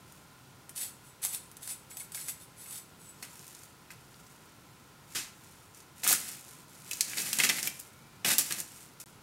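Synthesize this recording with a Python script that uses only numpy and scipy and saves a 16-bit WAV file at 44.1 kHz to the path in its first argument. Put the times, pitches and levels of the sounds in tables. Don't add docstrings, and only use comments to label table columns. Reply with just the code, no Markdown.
import sys
import numpy as np
from scipy import signal
from scipy.fft import rfft, irfft
from scipy.io import wavfile
from scipy.ndimage import uniform_filter1d

SR = 44100
rng = np.random.default_rng(int(sys.argv[2]) if len(sys.argv) > 2 else 0)


def to_wav(s):
    ch = np.atleast_2d(s).T
    pcm = np.round(np.clip(ch, -1, 1) * 32767)
    wavfile.write(sys.argv[1], SR, pcm.astype(np.int16))


N = 406602

# start in seconds, length in seconds, level in dB.
BLADE_STROKES = [(.745, .075, -39.5), (.822, .022, -36), (1.027, .06, -60), (1.214, .042, -33.5),
                 (1.275, .06, -43), (1.322, .028, -38), (1.6, .07, -47), (1.674, .045, -41),
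                 (1.894, .03, -47.5), (1.955, .06, -48), (2.112, .1, -41.5), (2.22, .06, -46.5),
                 (2.279, .015, -38.5), (2.392, .03, -53), (2.55, .15, -50.5), (2.694, .085, -44),
                 (2.96, .13, -58.5)]
# start in seconds, level in dB.
EDGE_CATCHES = [(.6933, -32), (.7607, -28), (.7771, -25), (.8295, -25), (1.2384, -21), (1.2491, -13.5),
                (1.3464, -21), (1.514, -34.5), (1.5683, -32), (1.6302, -30), (1.6751, -24), (1.7085, -28),
                (1.9699, -27), (1.9984, -30), (2.1196, -27), (2.1465, -23), (2.2837, -21), (2.7087, -27)]
# pitch in Hz, 60 dB decay time in seconds, level in dB.
STEEL_MODES = [(3660, .04, -18), (4470, .035, -17), (6450, .05, -14), (7915, .15, -2.5), (7965, .11, -5),
               (9130, .11, -4), (9290, .09, -6), (10230, .1, -12), (10520, .12, -8), (11400, .1, -14),
               (11720, .14, -9), (13000, .14, -10), (14300, .12, -16)]
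# frequency in Hz, level in dB.
SCRAPE_EQ = [(200, -26), (750, -12), (1200, -14.5), (2100, -7.5), (3000, -9), (4200, -5), (5800, -5.5),
             (8000, -1.5), (10000, 2.5), (12500, -3.5), (15500, -11.5)]

# start in seconds, level in dB.
CANE_KNOCKS = [(1.915, -38), (2.005, -37), (2.147, -37), (2.175, -35), (2.284, -36), (2.66, -40),
               (2.735, -40), (3.227, -29), (3.905, -35)]
# pitch in Hz, 60 dB decay time in seconds, level in dB.
CANE_MODES = [(740, .05, -15), (1610, .045, -2), (1880, .025, -4), (2150, .04, 0), (2500, .025, -3),
              (4420, .02, -2), (5300, .015, -4)]
# start and length in seconds, attack share, release in seconds, level in dB.
CANE_LANDING = (5.147, .024, .2, .28, -31.3)
# frequency in Hz, level in dB.
SWISH_EQ = [(60, -12), (140, 0), (330, -5), (500, -14), (800, -11), (1400, -2), (2600, 0), (3700, -1.5),
            (6500, 1), (10000, -3), (13000, -8), (15500, -17)]

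# start in seconds, length in
# seconds, crackle level in dB, then hollow stems and ground thud, both in dB against the crackle.
LEAF_CRUSHES = [(3.224, .013, -43.5, -4, -18), (3.903, .008, -52, 1, -7), (6.033, .016, -32, -4, -15),
                (6.06, .012, -32, -5, -18), (6.074, .06, -23.7, -9.8, -21), (6.908, .02, -45, -6, -13),
                (7.008, .006, -37, -10, -25), (7.166, .046, -36.5, -3.5, -11.5),
                (7.257, .02, -38.5, -3, -15), (7.384, .023, -31.5, 1.5, -11.5), (7.434, .015, -26, -2, -15),
                (7.488, .016, -31, .5, -7.5), (7.555, .044, -40, -3, -13), (7.621, .055, -37.5, -7, -12),
                (7.789, .014, -46, -20, -20), (8.245, .01, -33, 1, -4), (8.254, .078, -27.3, -3.5, -13.5),
                (8.382, .013, -23.5, -17, -21), (8.502, .032, -40, 0, -9), (8.558, .052, -39.5, -10, -14),
                (8.998, .016, -43, -26, -24)]
# start in seconds, length in seconds, level in dB.
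FOOT_SHUFFLES = [(.04, .2, -63), (3.1, .65, -54.5), (3.9, .65, -63.5), (5.06, .2, -54), (5.3, .42, -60.5),
                 (5.72, .13, -57), (5.94, .16, -54), (6.1, .34, -45), (6.36, .3, -54), (6.82, .32, -47.5),
                 (8.38, .23, -43), (8.58, .38, -54.5)]
# time in seconds, level in dB.
RAKE_SWELL = [(6.68, -57), (6.836, -56), (6.954, -52), (7.086, -41), (7.414, -36), (7.546, -37),
              (7.814, -61), (7.9, -62)]
# frequency in Hz, level in dB.
LEAF_EQ = [(300, -22), (900, -15), (2000, -13.5), (4000, -6.5), (7000, 0.5), (10000, 0.5), (12500, -3),
           (15500, -9.5)]
STEM_EQ = [(150, -30), (400, -17), (720, -11.5), (1150, -11), (1550, -3), (2200, -.5), (2600, -1),
           (3100, -5.5), (4500, -6.5), (7000, -14), (12000, -40)]
GROUND_EQ = [(40, -36), (90, -15), (150, -3), (220, 0), (280, 1.5), (400, -9.5), (750, -11), (1300, -24),
             (3000, -40)]
# start in seconds, level in dB, pitch in Hz.
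RIB_SNAPS = [(.122, -36, 9030), (3.3932, -33, 6980), (3.479, -31, 8240), (3.549, -33, 6820),
             (3.6344, -34, 6860), (4.143, -40, 4130), (4.2662, -42, 5920), (5.7468, -36, 7530),
             (5.8036, -34, 6610), (6.0418, -16, 9020), (6.0761, -4, 9490), (6.1074, -13, 10600),
             (6.127, -5, 9770), (6.912, -17.5, 8000), (6.9324, -17.5, 5570), (7.008, -5, 6180),
             (7.096, -24, 6900), (7.1831, -17, 4600), (7.2022, -16.5, 9050), (7.219, -17, 9050),
             (7.3302, -12, 7190), (7.387, -10, 7900), (7.4006, -8.5, 6020), (7.436, -12, 5320),
             (7.449, -14, 4240), (7.4906, -10.5, 5700), (7.4969, -9, 3480), (7.629, -13.5, 6190),
             (7.6734, -13.5, 11700), (7.7992, -24, 10400), (8.2485, -17, 6470), (8.3822, -1.5, 9220),
             (8.523, -13.5, 6440), (8.602, -15.5, 9490)]
# start in seconds, level in dB, pitch in Hz.
STALK_BREAKS = [(6.066, -21, 1450), (6.11, -25, 800), (6.128, -20, 1500), (6.912, -24, 2600),
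                (7.134, -25, 2300), (7.33, -16.5, 2450), (7.401, -9.5, 2170), (7.437, -13, 1850),
                (7.449, -16.5, 2050), (7.498, -14, 2100), (7.585, -22.5, 1900), (7.674, -20, 2450),
                (8.248, -15, 2470), (8.51, -25, 1850)]
# multiple of its pitch, 60 dB decay time in seconds, level in dB.
STALK_MODES = [(.74, .016, -13), (.91, .022, -3), (1, .026, 0), (1.14, .02, -2), (1.31, .014, -5),
               (2.05, .01, -6)]

# frequency in Hz, level in dB.
FOREST_EQ = [(20, -44), (35, -14), (60, -7), (110, .5), (140, 3), (200, -2.5), (400, -7.5), (650, -12),
             (850, -9), (1010, -7), (1160, -13.5), (1400, -7), (1560, -14), (2600, -16), (4000, -18),
             (10000, -23), (15500, -26)]
# pitch in Hz, level in dB.
WHINE_PARTIALS = [(1028, -73.5), (1287, -76), (1416, -75.5)]
# time in seconds, pitch in Hz, level in dB.
BIRD_GLIDE = [(7.8, 2080, -100), (7.88, 2130, -70), (8.03, 2300, -70), (8.2, 2420, -70), (8.26, 2440, -100)]
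# frequency in Hz, side level against the middle in dB.
WIDTH_EQ = [(60, -20), (110, -18), (200, -17), (380, -16), (700, -19), (1290, -21), (2380, -27),
            (4400, -29), (8120, -25), (15000, -31)]

RING_DB, RING_AT_DB = -4, -40
RING_DAMPING = .25
STIR_STEM_DB, STIR_THUD_DB = -9, -16.5
RIB_RATE_PER_S, RIB_DB = 50, -10
SETTLE_DB, SETTLE_T60_S = -15.5, .92
REST_DB = -70
CEILING, DROPOUT_START_S, DROPOUT_END_S = .5, 9.04, 9.059


def blade():
    rub_power, ring_power, ticks = np.zeros((3, N))
    for start, length, db in BLADE_STROKES:
        power = (undb(db) * push(length, attack_share=.4, t60=.17)) ** 2
        add(rub_power, start, power)
        add(ring_power, start, power * undb(RING_DB - RING_DAMPING * (db - RING_AT_DB)) ** 2)
    for start, db in EDGE_CATCHES:
        add(ticks, start, peak(crack(crack_t60=.008, flutter_t60=.035, flutter_db=-15), db))
    slips = grains(rate=5000, spread_db=2.8) * undb(1.5 * drift(80))
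    drive = np.sqrt(ring_power) * slips + undb(-6) * ticks
    steel = sum(undb(db) * resonate(drive * undb(4 * drift(16)), hz, t60) for hz, t60, db in STEEL_MODES)
    scrape = colour(np.sqrt(rub_power) * slips + ticks, SCRAPE_EQ)
    return undb(-1.8) * scrape + undb(-6.3) * steel


def cane():
    knocks, landing = np.zeros((2, N))
    for start, db in CANE_KNOCKS:
        modes = [(hz * (1 + .03 * rng.standard_normal()), t60, level) for hz, t60, level in CANE_MODES]
        add(knocks, start, peak(strike(modes), db))
    start, length, attack_share, t60, db = CANE_LANDING
    add(landing, start, undb(db) * push(length, attack_share, t60))
    swish = colour(landing * grains(rate=12000, spread_db=1.8), SWISH_EQ)
    return knocks + undb(-1.4) * swish


def leaf_litter():
    crush_power, stem_power, thud_power = np.zeros((3, N))
    for start, length, db, stem_db, thud_db in LEAF_CRUSHES:
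        power = (undb(db) * push(length, attack_share=.12, t60=.12)) ** 2
        add(crush_power, start, power)
        add(stem_power, start, power * undb(stem_db) ** 2)
        add(thud_power, start, power * undb(thud_db) ** 2)
    stir_power = stirring() + settling(crush_power)
    leaf_power = crush_power + stir_power
    stem_power += stir_power * undb(STIR_STEM_DB) ** 2
    thud_power += stir_power * undb(STIR_THUD_DB) ** 2
    clusters = undb(1.5 * drift(150))
    firmness = leaf_power / (leaf_power + undb(-38) ** 2)
    dense = np.sqrt(firmness) * grains(rate=6000, spread_db=2.9)
    sparse = np.sqrt(1 - firmness) * grains(rate=1500, spread_db=3.3)
    rib_clicks = np.sqrt(stir_power) * grains(rate=RIB_RATE_PER_S, spread_db=1.5)
    ribs = through(rib_clicks, crack(crack_t60=.006, flutter_t60=.03, flutter_db=-22))
    leaves = colour(np.sqrt(leaf_power) * clusters * (dense + sparse) + undb(RIB_DB) * ribs, LEAF_EQ)
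    stems = colour(np.sqrt(stem_power) * clusters * grains(rate=2000, spread_db=2.6), STEM_EQ)
    ground = colour(np.sqrt(thud_power) * rng.standard_normal(N), GROUND_EQ)
    return leaves + stems + ground


def stirring():
    rake_db = np.interp(np.arange(N) / SR, *np.transpose(RAKE_SWELL), left=-np.inf, right=-np.inf)
    power = undb(REST_DB) ** 2 + undb(rake_db - 1) ** 2
    for start, length, db in FOOT_SHUFFLES:
        add(power, start, undb(db) ** 2 * np.hanning(int(length * SR)))
    return power


def settling(crush_power):
    feedback = fade(1 / SR, SETTLE_T60_S) ** 2
    return undb(SETTLE_DB) ** 2 * signal.lfilter([1 - feedback], [1, -feedback], crush_power)


def snaps():
    breaks = np.zeros(N)
    for start, db, hz in RIB_SNAPS:
        burst = crack(crack_t60=.005, flutter_t60=.03 + .03 * undb(db), flutter_db=-24)
        hump = [(hz / 12, -36), (hz / 2.2, -10), (hz / 1.3, -1),
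                (hz, 1.5), (hz * 1.4, -3), (hz * 2.4, -14)]
        crisp_edge = colour(crack(crack_t60=.004, flutter_t60=.02, flutter_db=-22), LEAF_EQ)
        add(breaks, start, peak(colour(burst, hump) + undb(-11) * crisp_edge, db - 2.4))
    for start, db, hz in STALK_BREAKS:
        modes = [(hz * ratio * (1 + .025 * rng.standard_normal()), t60, level)
                 for ratio, t60, level in STALK_MODES]
        add(breaks, start, peak(strike(modes), db - .6))
    return signal.lfilter(*signal.butter(2, 300, "high", fs=SR), breaks)


def grove(x, near_db, near_t60, far_db, far_t60):
    t = np.arange(SR) / SR
    echoes = rng.standard_normal(SR) * (rng.random(SR) < .06) * fade(t, near_t60) * (t > .001)
    tail = rng.standard_normal(SR) * fade(t, far_t60) * (1 - fade(t, .06))
    tail = signal.lfilter(*signal.butter(1, 9000, fs=SR), tail)
    return x + undb(near_db) * through(x, echoes) + undb(far_db) * through(x, tail)


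def forest():
    return colour(rng.standard_normal(N), FOREST_EQ, size=8192) * undb(-56.3 + .3 * drift(3))


def motor_whine():
    return sum(tone(hz * (1 + .0029 * drift(25)), db - 1 + 2.5 * drift(7)) for hz, db in WHINE_PARTIALS)


def far_bird():
    times, *curves = np.transpose(BIRD_GLIDE)
    hz, db = (np.interp(np.arange(N) / SR, times, curve) for curve in curves)
    return tone(hz * (1 + .03 * drift(300)), db)


def push(length, attack_share, t60):
    t = np.arange(int(.7 * SR)) / SR
    attack = np.clip(t / max(attack_share * length, 1e-4), 0, 1) ** 1.4
    return attack * fade(t - length, t60)


def grains(rate, spread_db):
    strength = np.minimum(rng.exponential(size=N), 5)
    clicks = (rng.random(N) < rate / SR) * rng.choice([-1, 1], N) * undb(spread_db * strength)
    return clicks / clicks.std()


def crack(crack_t60, flutter_t60, flutter_db):
    t = np.arange(SR // 8) / SR
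    decay = fade(t, crack_t60) + undb(flutter_db) * fade(t, flutter_t60)
    return rng.standard_normal(len(t)) * (1 - fade(t, .006)) * decay


def strike(modes):
    t = np.arange(SR // 8) / SR
    tap = rng.standard_normal(len(t)) * (fade(t, .002) + undb(-15) * fade(t, .03))
    body = sum(undb(db) * fade(t, t60) * np.cos(2 * np.pi * hz * t) for hz, t60, db in modes)
    return signal.fftconvolve(tap, body)[:len(t)]


def resonate(x, hz, t60):
    width_hz = np.log(1000) / np.pi / max(t60, .005)
    return signal.lfilter(*signal.iirpeak(hz, hz / width_hz, fs=SR), x) * np.sqrt(SR / np.pi / width_hz)


def colour(x, points, size=1024):
    cepstrum = irfft(np.log(undb(eq_curve(points, size))))
    cepstrum[1:size // 2] *= 2
    cepstrum[size // 2 + 1:] = 0
    response = irfft(np.exp(rfft(cepstrum)))
    return through(x, response)[:len(x)]


def eq_curve(points, size):
    hz, db = np.transpose(points)
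    bins = np.maximum(np.arange(size // 2 + 1) * SR / size, 1)
    return np.interp(np.log(bins), np.log(hz), db)


def through(x, response):
    return signal.fftconvolve(x, response / np.linalg.norm(response))[:N]


def tone(hz, db):
    return undb(db) * np.sqrt(2) * np.sin(2 * np.pi * np.cumsum(hz) / SR)


def drift(rate):
    hold = int(SR / rate)
    return uniform_filter1d(np.repeat(rng.standard_normal(N // hold + 1), hold), hold)[:N]


def fade(t, t60):
    return np.exp(-np.log(1000) * np.maximum(t, 0) / max(t60, 1e-4))


def peak(x, db):
    return undb(db) * x / np.abs(x).max()


def undb(db):
    return 10 ** (np.asarray(db) / 20)


def add(track, start, sound):
    i = max(int(start * SR), 0)
    track[i:i + len(sound)] += sound[:N - i]


def narrow_stereo(mid, side_db):
    t = np.arange(SR // 8) / SR
    diffuse = through(mid, rng.standard_normal(len(t)) * fade(t, .14))
    side = irfft(rfft(diffuse) * undb(side_db + eq_curve(WIDTH_EQ, N)), N)
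    return np.array([mid + side, mid - side])


def scene():
    foley = undb(-.3) * blade() + cane() + undb(-1.5) * leaf_litter() + snaps()
    in_grove = grove(foley, near_db=-7.5, near_t60=.068, far_db=-12.5, far_t60=.42)
    return narrow_stereo(in_grove + forest() + motor_whine() + far_bird(), side_db=-.5)


def record(dry):
    t = np.arange(N) / SR
    gate = (t < DROPOUT_START_S) | (t > DROPOUT_END_S)
    rounded = CEILING * np.tanh(dry / CEILING)
    high_cut = signal.ellip(10, .2, 70, 15750, fs=SR, output="sos")
    return signal.sosfilt(high_cut, rounded * gate)


dry = scene()
out = record(dry)
to_wav(out)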